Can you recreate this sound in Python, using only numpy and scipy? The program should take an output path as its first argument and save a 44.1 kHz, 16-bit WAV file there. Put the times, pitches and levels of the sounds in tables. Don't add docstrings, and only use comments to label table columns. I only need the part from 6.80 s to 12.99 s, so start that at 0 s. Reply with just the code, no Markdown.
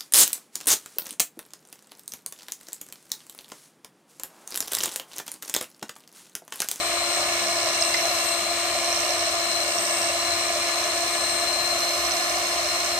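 import sys
import numpy as np
from scipy import signal
from scipy.fft import rfft, irfft, next_fast_len
from scipy.io import wavfile
from scipy.ndimage import map_coordinates

SR = 44100
rng = np.random.default_rng(int(sys.argv[2]) if len(sys.argv) > 2 else 0)


def master(y):
    cut = np.clip(np.atleast_2d(y).T, -1, 1)
    pcm = np.round(cut * 32767)
    wavfile.write(sys.argv[1], SR, pcm.astype(np.int16))


N = 272979
TIME = np.arange(N) / SR
SLOTS, BARS, GEAR_RATIO, BLADES = 12, 24, 20, 4
LEFT_LAG_S = 9e-5


def amp(db):
    return 10 ** (np.asarray(db) / 20)


def unit(x):
    return x / np.sqrt(np.mean(x ** 2) + 1e-20)


def curves(rows):
    seconds, *columns = np.transpose(rows)
    return [np.interp(TIME, seconds, column) for column in columns]


def wobble(rate):
    knots = rng.standard_normal(int(N * rate / SR) + 4)
    coarse = np.arange(0, N + 32, 32)
    return np.interp(np.arange(N), coarse, map_coordinates(knots, [coarse * rate / SR]))


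def filtered(x, response):
    size = next_fast_len(N + SR // 4)
    return irfft(rfft(x, size) * response(np.fft.rfftfreq(size, 1 / SR)), size)[..., :N]


def coloured(x, points):
    knots_hz, db = np.transpose(points)
    return filtered(x, lambda hz: amp(np.interp(np.log(hz + 1), np.log(knots_hz), db))) * np.sqrt(SR / 2)


def placed(x, pan_db):
    left = filtered(x, lambda hz: np.exp(-2j * np.pi * hz * LEFT_LAG_S))
    return np.array([left * amp(pan_db / 2), x * amp(-pan_db / 2)])


def ping(t, hz, cycles):
    age = t * hz / cycles
    return age * np.exp(1 - age) * np.sin(2 * np.pi * hz * t)


def kitchen(x, t60=0.14, wet_db=-14):
    t = np.arange(SR // 3) / SR
    tail = rng.standard_normal((2, len(t))) * amp(-60 * t / t60) * (t > .003)
    return x + amp(wet_db) * signal.fftconvolve(x, tail / np.linalg.norm(tail[0]), axes=1)[:, :N]


# frequency in Hz, left and right spectral density in dB.
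VENT_SPECTRUM = [(774, -83.5, -90), (1119, -58.5, -65.5), (1503, -67, -69), (1517, -76.5, -78),
                 (1710, -66, -66.5), (2600, -66.5, -67.5), (3470, -70.5, -70.5), (4100, -60.5, -70.5),
                 (4660, -74, -71), (6840, -69, -72.5), (7980, -66.5, -86), (9650, -75, -89),
                 (12400, -79.5, -103), (15500, -87, -80)]
def cooling_fan(angle, chop=.16, rattle_depth=.18, coherence=0.6, crossover_hz=1700):
    turn = angle / GEAR_RATIO
    diffuse = rng.standard_normal((2, N))
    common = placed(rng.standard_normal(N), pan_db=-3)
    rattle = 1 + rattle_depth * (-.8 * np.sin(turn) + .6 * np.cos(2 * turn) + np.cos((BLADES + 1) * turn))
    low = (np.sqrt(coherence) * common + np.sqrt(1 - coherence) * diffuse) * rattle
    high = rng.standard_normal((2, N)) * (1 + chop * np.cos(angle) + chop / 2 * np.cos(2 * angle))
    low_share = lambda hz: 1 / (1 + (hz / crossover_hz) ** 6)
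    flow = filtered(low, lambda hz: np.sqrt(low_share(hz)))
    flow += filtered(high, lambda hz: np.sqrt(1 - low_share(hz)))
    flow *= amp(0.5 * wobble(6))
    return np.array([coloured(flow[ear], np.array(VENT_SPECTRUM)[:, [0, ear + 1]]) for ear in range(2)])


# multiple of the beater rate, relative level in dB.
GEAR_HARMONICS = [(6, -62.5), (12, -59), (19, -71), (21, -53.5), (22, -59), (25, -56), (35, -44),
                  (41, -50.5), (42, -48), (61, -47), (65, -55), (71, -45), (85, -54), (87, -57), (125, -47)]
# time in seconds, relative level in dB.
THRUM_LEVELS = [(0.0, -60), (2.25, -57.0), (2.55, -53.0), (3.0, -58), (3.55, -48.5), (3.95, -59.0),
                (4.75, -55.0), (5.4, -65.0), (5.75, -57.0), (6.19, -59)]
# frequency in Hz, spectral density in dB.
HOUSING_SPECTRUM = [(25, -101), (48, -98), (66, -78), (105, -74.5), (160, -82), (250, -78), (330, -69),
                    (450, -73.5), (900, -72), (1300, -79.5), (2500, -120)]
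def worm_gear(turn, shaft_hz, waver_db=3.0, gain_db=-3.0, usual_shaft_hz=343):
    thrum_db, = curves(THRUM_LEVELS)
    blade_db = -59 + 2.5 * (shaft_hz - usual_shaft_hz)
    tones = np.zeros(N)
    for k, db in [(BLADES, blade_db), (BLADES + 1, thrum_db - 2), *GEAR_HARMONICS]:
        level = amp(db + gain_db + waver_db * wobble(9))
        tones += level * np.sin(k * turn + rng.uniform(0, 2 * np.pi) + .5 * wobble(6))
    rumble = coloured(rng.standard_normal(N), HOUSING_SPECTRUM)
    return placed(np.sqrt(2) * tones + rumble, pan_db=2)


# centre in Hz, half width in Hz, lift in dB.
NARROW_MODES = [(1729, 5, 3.5), (2402, 6, 6), (2729, 5.5, 9), (3090, 6, 7), (8190, 9, 7), (8228, 14, 2.5),
                (8254, 7, 6), (8525, 14, 7), (8605, 22, 8), (12270, 24, 9), (12350, 12, 4), (12430, 38, 7)]
def resonance(hz):
    grid = np.arange(SR // 2)
    lift_db = sum(db * np.exp(-((grid - centre) / width) ** 2) for centre, width, db in NARROW_MODES)
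    return np.interp(hz, grid, lift_db)


# multiple of the shaft rate, left and right level in dB.
SHAFT_HARMONICS = [(1, -41, -43.5), (2, -37.5, -36.5), (3, -42, -46.5), (4, -50, -55), (5, -40.5, -51),
                   (7, -47, -50), (8, -46, -51), (9, -51, -54), (10, -51, -53), (11, -52, -48),
                   (13, -56, -55), (14, -54, -47), (15, -58, -46), (16, -53, -48), (18, -54, -58),
                   (19, -55, -54), (20, -50, -58), (21, -49, -59), (22, -50, -56), (23, -46, -57),
                   (25, -47, -65), (26, -53, -56), (27, -52, -65), (28, -53, -62), (29, -53, -63),
                   (30, -57, -64), (32, -53, -68), (33, -51, -72), (35, -58, -68), (36, -51, -61),
                   (37, -59, -64), (38, -56, -63), (39, -58, -61), (41, -63, -65)]
def shaft_hum(angle, shaft_hz, flutter_db=2, drift_db=1.5, jitter_rad=0.031):
    out = np.zeros((2, N))
    shaken = angle + jitter_rad * wobble(70)
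    lag_angle = LEFT_LAG_S * SR * angle[-1] / N
    for k, left_db, right_db in SHAFT_HARMONICS:
        looseness = min(k / 4, 1)
        lift_db = resonance(k * shaft_hz) + flutter_db * looseness * wobble(40)
        for ear, db in enumerate((left_db, right_db)):
            path_phase = ear * k * lag_angle + (k > 3) * wobble(1.2)
            level = amp(db + lift_db + drift_db * looseness * wobble(2.54))
            out[ear] += level * np.sin(k * shaken + path_phase)
    return np.sqrt(2) * out


# time in seconds, left and right relative level in dB.
SLOT_BEAM = [(0.0, -30.5, -41), (0.44, -27.5, -38), (0.6, -32, -42.0), (0.85, -28.5, -44),
             (1.7, -28.5, -45.0), (1.95, -31.5, -38.0), (2.85, -28.0, -48), (3.07, -39, -45),
             (3.35, -34.5, -34), (3.5, -26.5, -38), (3.8, -31.5, -39), (4.4, -29.5, -39),
             (4.85, -23.5, -37), (5.02, -28.5, -30.5), (5.6, -34.5, -33.5), (5.75, -29.5, -38),
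             (6.19, -29.5, -36)]
def motor_whine(angle, shaft_hz, mains_hz=50, rough_rad=0.11, flicker_db=1.2, shadow_db=-16):
    mains = 2 * np.pi * 2 * mains_hz * TIME
    load = sum(np.sin(k * angle / GEAR_RATIO) / k for k in (1, 2, 3, 5))
    pull = (1 + 0.24 * load + 0.11 * np.cos(mains)) * amp(flicker_db * wobble(21.98))
    slot_phase = SLOTS * angle + 0.1 * np.sin(mains)
    out = np.zeros((2, N))
    for ear, beam_db in enumerate(curves(SLOT_BEAM)):
        level = amp(beam_db - 0.9 + .5 * wobble(8)) * pull
        out[ear] += level * np.sin(slot_phase + rough_rad * wobble(90) + ear * wobble(1.89))
    bar_db = -35 + resonance(BARS * shaft_hz)
    for ear in range(2):
        level = amp(bar_db + ear * shadow_db + flicker_db * wobble(50))
        out[ear] += level * np.sin(BARS * angle + rough_rad * wobble(90) + ear * wobble(1.88))
    return np.sqrt(2) * out


# frequency in Hz, relative spectral density in dB.
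WIRE_SPECTRUM = [(1200, -22.5), (1850, 0), (2050, -9), (2200, 9), (2450, -10.5), (2620, -3), (2850, 3.5),
                 (3200, -8.5), (3800, -2.5), (5000, -39)]
def wire_swish(turn, catch_db, lumps_db=2.2, base_db=-34.5, thinning_db_per_s=0.37):
    level = amp(base_db + 0.65 * catch_db - thinning_db_per_s * TIME)
    strokes = (1 + 0.074 * np.cos(turn)) * amp(lumps_db * wobble(150))
    return level * unit(coloured(rng.standard_normal((2, N)) * strokes, WIRE_SPECTRUM))


# frequency in Hz, relative spectral density in dB.
CAVITY_SPECTRUM = [(200, -47), (470, -44), (540, -10), (600, -4.5), (680, -0.5), (750, -7), (850, -23.5),
                   (1100, -18), (2000, -52)]
# time of the peak in seconds, swell in dB.
GULP_SWELLS = [(0.42, 4.5), (0.86, 4), (1.25, 4), (1.98, 4), (2.31, 2.5)]
def churn(turn, catch_db, slap=.22, lumps_db=1, base_db=-35, gulp_half_width_s=0.062):
    gulp_db = sum(db * np.exp(-((TIME - peak) / gulp_half_width_s) ** 2) for peak, db in GULP_SWELLS)
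    strokes = (1 + slap * np.cos(turn) + slap * np.cos(2 * turn + 1)) * amp(lumps_db * wobble(70))
    slosh = unit(coloured(rng.standard_normal(N) * strokes, CAVITY_SPECTRUM))
    return placed(amp(base_db + 0.51 * catch_db + gulp_db) * slosh, pan_db=-.6)


def spatter(turn, catch_db, count=9000, drop_hz=5650, bunching=.4, base_db=-30.5, pan_db=-18):
    start = rng.integers(0, N, count)
    hz = drop_hz * np.exp(0.078 * rng.standard_normal(count))
    size = amp(1.5 * np.minimum(rng.exponential(size=count), 4)) * rng.choice([-1, 1], count)
    blade_phase = BLADES * turn[start]
    size *= np.exp(bunching * (np.cos(blade_phase) + np.cos(2 * blade_phase) / 2))
    steps = np.arange(SR // 200)
    drops = size[:, None] * ping(steps / SR, hz[:, None], cycles=2)
    spray = unit(np.bincount((start[:, None] + steps).ravel(), drops.ravel(), N)[:N])
    return placed(spray * amp(base_db + 1.34 * catch_db + pan_db / 2), pan_db)


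# start in seconds, relative level in dB, pitch in Hz, left minus right in dB.
EGG_FLICKS = [(0.7622, -25, 5133, -7.0), (0.9946, -26, 6130, -5.5), (1.0113, -15, 6210, -1),
              (1.0235, -13.5, 5070, -14), (1.1416, -20, 5050, -13), (1.1727, -22, 5700, -9.0),
              (1.3523, -21, 6100, -4.5), (2.1273, -17.5, 5870, -11), (2.3056, -21, 5800, -5),
              (2.9854, -17.5, 5640, -14), (3.2179, -19, 5660, -7), (3.7504, -24, 5740, -5.5),
              (4.0403, -24, 5880, -13), (5.2701, -23, 5706, -10.0), (5.319, -18.5, 5900, -13)]
def flicks(gain_db=1.0):
    out = np.zeros((2, N + SR))
    t = np.arange(SR // 5) / SR
    for start, db, hz, pan_db in EGG_FLICKS:
        tick = ping(t, hz, cycles=3.3) * amp(db + gain_db)
        out[:, round(start * SR):][:, :len(t)] += tick * amp([[pan_db / 2], [-pan_db / 2]])
    return out[:, :N]


# frequency in Hz, relative level in dB, 60 dB decay time in seconds.
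WALL_MODES = [(759, -11, .03), (1330, -6, .05), (1840, -3, 0.049), (2040, 3, 0.061), (2120, -5.5, .045),
              (2460, -6, .03), (3400, -2.5, .02)]
# start in seconds, relative level in dB.
BEATER_KNOCKS = [(1.1434, -11), (1.1876, -18)]
def knocks(gain_db=-9.5, crack_gain=2.9, crack_t60=.012):
    out = np.zeros((2, N + SR))
    t = np.arange(SR // 5) / SR
    crack_band = signal.butter(2, (1200, 6000), "bandpass", fs=SR, output="sos")
    for start, db in BEATER_KNOCKS:
        for ear in range(2):
            ring = np.zeros(len(t))
            for hz, mode_db, t60 in WALL_MODES:
                decay = amp(mode_db + rng.normal(0, 1.7) - 60 * t / t60)
                ring += decay * np.sin(2 * np.pi * hz * t + rng.uniform(0, 2 * np.pi))
            crack = signal.sosfilt(crack_band, amp(-60 * t / crack_t60) * rng.standard_normal(len(t)))
            out[ear, round(start * SR):][:len(t)] += amp(db + gain_db) * (ring + crack_gain * crack)
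    return out[:, :N]


# time in seconds, commutator tone in Hz.
COMMUTATOR_PITCH = [(0.0, 8222.0), (0.35, 8254.0), (1.27, 8171.0), (1.5, 8189.0), (1.97, 8242.0),
                    (2.6, 8207.0), (3.17, 8187.0), (3.9, 8242.0), (4.4, 8249.0), (5.15, 8287.0),
                    (5.85, 8304.0), (6.19, 8302.0)]
# time in seconds, amount in dB over the usual.
EGG_CAUGHT = [(0.0, -3.6), (0.45, 0.2), (1.2, 1.9), (1.7, -2.5), (2.15, 2.2), (2.75, -0.5), (3.0, 1),
              (4.75, -1.1), (5.3, 1.6), (6.19, 1)]
def scene():
    shaft_hz = curves(COMMUTATOR_PITCH)[0] / BARS
    catch_db, = curves(EGG_CAUGHT)
    angle = 2 * np.pi * np.cumsum(shaft_hz) / SR
    turn = angle / GEAR_RATIO
    motor = shaft_hum(angle, shaft_hz) + motor_whine(angle, shaft_hz)
    mixer = motor + worm_gear(turn, shaft_hz) + cooling_fan(angle)
    egg = churn(turn + np.pi, catch_db) + wire_swish(turn + np.pi, catch_db)
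    return mixer + egg + kitchen(spatter(turn, catch_db) + flicks() + knocks())


def record(dry):
    return filtered(dry, lambda hz: hz < 15500)


dry = scene()
out = record(dry)
master(out)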